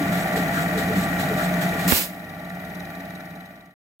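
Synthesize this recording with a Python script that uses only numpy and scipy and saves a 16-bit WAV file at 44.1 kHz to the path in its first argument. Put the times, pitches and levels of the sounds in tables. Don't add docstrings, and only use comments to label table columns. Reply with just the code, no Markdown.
import sys
import numpy as np
from scipy import signal
from scipy.fft import rfft, irfft
from scipy.io import wavfile
from scipy.ndimage import uniform_filter1d

SR = 44100
rng = np.random.default_rng(int(sys.argv[2]) if len(sys.argv) > 2 else 0)


def store_wav(level_fs):
    pcm = np.round(np.clip(np.atleast_2d(level_fs), -1, 1) * 32767)
    wavfile.write(sys.argv[1], SR, pcm.T.astype(np.int16))


N = 176400
T = np.arange(N) / SR
HZ = np.maximum(np.arange(N // 2 + 1) * SR / N, 1)
TURN_HZ, TURN_AT_S = 29.85, .0255
LEFT_LAG_S = .00013


def from_db(db):
    return 10 ** (np.asarray(db) / 20)


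def at_hz(points):
    hz, value = np.transpose(points)
    return np.interp(np.log(HZ), np.log(hz), value)


def resonances(rows):
    return np.sqrt(sum((from_db(db) / (1 + (2 * (HZ - hz) / width) ** 2)) ** 2 for hz, width, db in rows))


def pan(db):
    gains = from_db(np.array([[.5], [-.5]]) * db)
    return gains / np.sqrt(np.mean(gains ** 2, axis=0))


def drift(rate_hz):
    count = N // 40
    smoothing = (1 + (HZ[:count // 2 + 1] / rate_hz) ** 2) ** 2
    slow = irfft(rfft(rng.standard_normal(count)) / smoothing, count)
    return np.interp(T, np.linspace(0, T[-1], count), slow / slow.std())


def pulses(hz, at_s, sharp):
    return np.exp(sharp * (np.cos(2 * np.pi * hz * (T - at_s)) - 1))


def running(stopped_at_s=1.9302, braking_s=.026):
    return np.clip((stopped_at_s - T) / braking_s, 0, 1)


# (frequency [Hz], side minus middle [dB])
MACHINE_WIDTH = [(60, -8.5), (110, -14), (200, -33), (380, -12.5), (700, -14.5), (1290, 1.5), (2380, -0.5),
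                 (4400, 3), (8120, -14.5), (15000, -34)]
# (frequency [Hz], left minus right [dB])
MACHINE_LEAN = [(60, -2.5), (130, -1.5), (640, 0), (1410, 3.5), (3100, -1.5), (15000, 0.5)]

def noise(gain, width=MACHINE_WIDTH, lean=MACHINE_LEAN, lag_s=0):
    mid, side = rfft(rng.standard_normal((2, N)))
    both = mid + from_db(at_hz(width)) * side * np.array([[1], [-1]])
    delay = np.exp(-2j * np.pi * HZ * np.array([[lag_s], [0]]))
    return irfft(both * gain * pan(at_hz(lean)) * delay, N) * np.sqrt(SR / 2)


# (pitch [Hz], width [Hz], peak level [dB per Hz])
FRAME_RINGS = [(90.4, 17, -59.5), (265.6, 72, -54), (322.5, 51, -58), (442, 46, -64)]
# (frequency [Hz], level [dB per Hz])
AIR_RUSH = [(25, -78.5), (45, -66.5), (65, -68.5), (130, -58), (560, -68), (1000, -72.5), (2200, -74),
            (2800, -79.5), (4600, -85.5), (9000, -90), (12700, -82), (16000, -85)]

def fan():
    return noise(resonances(FRAME_RINGS), lag_s=LEFT_LAG_S) + noise(from_db(at_hz(AIR_RUSH)))


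# (pitch [Hz], width [Hz], peak level [dB per Hz])
CASE_RINGS = [(621, 57, -54.5), (696, 37, -58), (754, 39, -54), (805.5, 89, -56.5), (1383, 100, -60.5),
              (1480, 30, -63), (1882, 304, -60), (2365, 224, -67), (3030, 250, -79)]
# (frequency [Hz], side minus middle [dB])
CASE_WIDTH = [(650, -13), (1250, -6), (2100, 0.5)]

def motor_rattle(ball_hz=102.6):
    throb = 1 + .39 * pulses(TURN_HZ, TURN_AT_S, sharp=1.8)
    throb *= 1 + .22 * np.cos(2 * np.pi * ball_hz * T)
    throb *= 1 + .12 * np.cos(2 * np.pi * 2 * TURN_HZ * (T - TURN_AT_S))
    return noise(resonances(CASE_RINGS), CASE_WIDTH, lag_s=LEFT_LAG_S) * throb / throb.mean()


# (pitch [Hz], level [dB], left minus right [dB])
MOTOR_NOTES = [(59, -47.5, -1.5), (91.8, -46, -3), (278.2, -43, 0.5), (619.6, -39, -1), (680, -35, 1.5),
               (1167.6, -42.5, -4), (1493, -46, 6.5), (1867, -43, 12.5), (1912, -44, 7.5),
               (1972, -45.5, 13)]

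def motor_notes(speed_wobble=.00037, jitter_radians=.35, waver_db=2):
    shaft_s = T - TURN_AT_S + np.cumsum(speed_wobble * drift(rate_hz=3)) / SR
    out = np.zeros((2, N))
    for hz, db, pan_db in MOTOR_NOTES:
        phase = 2 * np.pi * hz * np.array([shaft_s - LEFT_LAG_S, shaft_s])
        phase += jitter_radians * drift(rate_hz=21.97)
        strength = np.sqrt(2) * from_db(db + waver_db * drift(rate_hz=10))
        out += strength * pan(pan_db) * np.cos(phase)
    return out


# (pitch [Hz], width [Hz], relative peak level [dB per Hz])
HUM_RINGS = [(170.8, 39.8, -47), (195.8, 15, -48)]
# (time [s], level change [dB])
HUM_SWELLS = [(.115, 7.5), (.3, -8), (.98, 8.5), (1.39, -7), (1.51, 3.5), (1.68, 3.5), (1.88, 5),
              (1.925, -7)]

def hum(note_hz=179.1, idle_db=-28, working_boost_db=1, swell_s=.025):
    note = np.sqrt(2) * from_db(-30.5) * np.cos(2 * np.pi * note_hz * np.array([T - LEFT_LAG_S, T]))
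    rough = note + noise(resonances(HUM_RINGS), lag_s=LEFT_LAG_S)
    power = np.mean(abs(signal.hilbert(rough)) ** 2, axis=0)
    power = uniform_filter1d(power, int(.018 * SR))
    steadied = rough / np.sqrt(power / power.mean()) ** (.27 * running())
    swell_db = sum(db * np.exp(-((T - s) / swell_s) ** 2) for s, db in HUM_SWELLS)
    return from_db(idle_db + working_boost_db * running() + swell_db) * steadied / steadied.std()


# (pitch [Hz], width [Hz], peak level [dB per Hz])
BELT_SCUFF = [(3855, 350, -69), (4850, 400, -80.5), (6100, 1500, -78), (9600, 1600, -82.5),
              (12700, 900, -77)]
# (pitch [Hz], level [dB], left minus right [dB])
COVER_PINGS = [(3920, -46, -2.5)]

def belt(rounds_hz=19.83, uneven_db=1.5, rise_db_per_s=1.45):
    change_db = rise_db_per_s * (T - T.mean())
    change_db += uneven_db * drift(rounds_hz)
    ear_s = np.array([T - LEFT_LAG_S / 2, T])
    ping = sum(from_db(db) * pan(pan_db) * np.sin(2 * np.pi * hz * ear_s)
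               for hz, db, pan_db in COVER_PINGS)
    ticks = pulses(rounds_hz, at_s=.030, sharp=3.5)
    return (noise(resonances(BELT_SCUFF)) + ping) * ticks * from_db(change_db)


# (frequency [Hz], level [dB per Hz])
GEAR_RUMBLE = [(40, -80), (150, -70.5), (220, -67.5), (380, -73.5), (450, -65), (560, -70.5), (1050, -75.5),
               (1550, -70), (2000, -81.5), (3000, -84), (5000, -90.5), (7000, -83.5), (10000, -92.5),
               (16000, -90)]
# (frequency [Hz], left minus right [dB])
GEAR_LEAN = [(200, -3), (450, 2), (1550, 8), (3000, -2.5)]

def gears():
    return noise(from_db(at_hz(GEAR_RUMBLE)), lean=GEAR_LEAN)


# (pitch [Hz], width [Hz], peak level [dB per Hz])
SLIDE_SCRAPE = [(1457, 430, -57)]

def scrapes(times_s=(.581, 1.417), swell_s=.034):
    shape = sum(np.exp(-((T - s) / swell_s) ** 2) for s in times_s)
    return shape * noise(resonances(SLIDE_SCRAPE))


SQUEAK_TIMES = [.22, .63, 1.045, 1.457]

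def squeaks(pitch_hz=7980, level_db=-42.5, swell_s=.018, grit_hz=300, jitter_radians=2.2):
    shape = sum(np.exp(-((T - s) / swell_s) ** 2) for s in SQUEAK_TIMES) * abs(drift(grit_hz))
    return from_db(level_db) * shape * np.sin(2 * np.pi * pitch_hz * T + jitter_radians * drift(grit_hz))


# (time [s], level [dB], pitch [Hz])
DRIVE_KNOCKS = [(.012, -23, 285.4), (.368, -27, 431), (.395, -25, 272.5), (0.776, -26, 431.5),
                (.908, -27, 437.6), (.96, -26.5, 273), (1.315, -25.5, 432), (1.87, -25.5, 274.5)]

def knocks(rise_s=.011, decay_s=.026, jitter_radians=.84):
    out = np.zeros(N)
    for s, db, hz in DRIVE_KNOCKS:
        shape = np.exp(-np.maximum(s - T, 0) / rise_s - np.maximum(T - s, 0) / decay_s)
        phase = 2 * np.pi * (hz * T + rng.random()) + jitter_radians * drift(rate_hz=120)
        out += np.sqrt(2) * from_db(db) * shape * np.sin(phase)
    return out * pan(db=1)


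# (first start [s], hold time [s], decay time [s], level [dB])
STROKE_PUFFS = [(0.117, 0.093, 0.013, -6), (0.356, 0.018, 0.044, -1)]
# (frequency [Hz], relative level [dB per Hz])
PUFF_HISS = [(1000, -83.5), (1600, -62.5), (2600, -75.5), (3600, -70.5), (5000, -78), (7500, -74),
             (10000, -81.5), (13000, -74.5), (16000, -82.5)]

def air_puffs(stroke_s=.417, rise_s=.0071):
    flow = np.zeros(N)
    for first, hold, decay, db in STROKE_PUFFS:
        age = (T - first) % stroke_s
        flow += from_db(db) * np.minimum(age / rise_s, 1) * np.exp(-np.maximum(age - hold, 0) / decay)
    return flow * noise(from_db(at_hz(PUFF_HISS)))


# (time [s], level [dB])
BLAST_SHAPE = [(1.871, -35), (1.879, -1.5), (1.902, 0), (1.925, 4), (1.975, 13), (2.02, 8), (2.046, 3.5),
               (2.08, -7), (2.12, -16.5), (2.25, -32)]
# (frequency [Hz], relative level [dB per Hz])
BLAST_HISS = [(60, -73), (300, -59.5), (1200, -67), (2350, -63), (3200, -66), (4800, -65), (6000, -66.5),
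              (7600, -63.5), (9200, -67), (12000, -60.5), (15500, -60)]
# (frequency [Hz], side minus middle [dB])
BLAST_WIDTH = [(500, -4.5), (2000, 2.5), (4000, 2), (6000, -3.5), (9000, -18.5), (15000, -17)]
# (frequency [Hz], left minus right [dB])
BLAST_LEAN = [(1000, -4.5), (4000, -3.5), (8000, 0), (14000, -3.5)]

def air_blast():
    times, db = np.transpose(BLAST_SHAPE)
    flow = from_db(np.interp(T, times, db)) * (T > times[0]) * (T < times[-1])
    return flow * noise(from_db(at_hz(BLAST_HISS)), BLAST_WIDTH, BLAST_LEAN)


# (time [s], crack level [dB], thump level [dB], crack decay [s])
BRAKE_BLOWS = [(1.9194, 3.5, -0.5, .0025), (1.9222, 14.5, 14, .0019), (1.9302, 2.5, 10.5, .002)]
# (frequency [Hz], relative level [dB per Hz])
BRAKE_CRACK = [(200, -47.5), (480, -47), (900, -47), (1400, -47.5), (2500, -60.5), (6000, -69),
               (15000, -83)]
# (pitch [Hz], relative level [dB], decay time [s])
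FRAME_THUMP = [(75.4, -22, 0.011), (225, -20.5, 0.0045), (570, -22, 0.0028)]

def brake():
    contact = noise(from_db(at_hz(BRAKE_CRACK)))
    out = np.zeros((2, N))
    for s, crack_db, thump_db, decay in BRAKE_BLOWS:
        age = np.maximum(T - s, 0)
        crack = contact * np.exp(-age / decay)
        thump = sum(from_db(db) * np.exp(-age / ring_s) * np.sin(2 * np.pi * hz * age)
                    for hz, db, ring_s in FRAME_THUMP)
        out += (T >= s) * (from_db(crack_db) * crack - from_db(thump_db) * thump)
    return out * pan(db=-14)


def scene():
    motor = hum() + motor_notes() + motor_rattle() + fan() + belt()
    strokes = air_puffs() + scrapes() + gears() + squeaks() + knocks()
    return motor + running() * strokes + air_blast() + brake()


def record(dry, limit_db=-19, react_s=.016, recover_db_per_s=3.5, ceiling=.85):
    treble = signal.sosfilt(signal.butter(2, 2000, "high", fs=SR, output="sos"), dry)
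    memory = np.exp(-1 / (react_s * SR))
    power = signal.lfilter([1 - memory], [1, -memory], np.mean(treble ** 2, axis=0))
    over_db = np.maximum(10 * np.log10(power + 1e-12) - limit_db, 0)
    cut_db = np.maximum.accumulate(over_db + recover_db_per_s * T) - recover_db_per_s * T
    thinned = signal.sosfilt(signal.butter(4, 47.6, "high", fs=SR, output="sos"), dry)
    rounded = ceiling * np.tanh(thinned * from_db(-cut_db) / ceiling)
    fade = np.interp(T, [2.81, 3.801], [1, 0]) * (T < 3.74)
    top_cut = np.clip((15850 - HZ) / 200 + .5, 0, 1)
    return irfft(rfft(rounded * fade) * top_cut, N)


dry = scene()
out = record(dry)
store_wav(out)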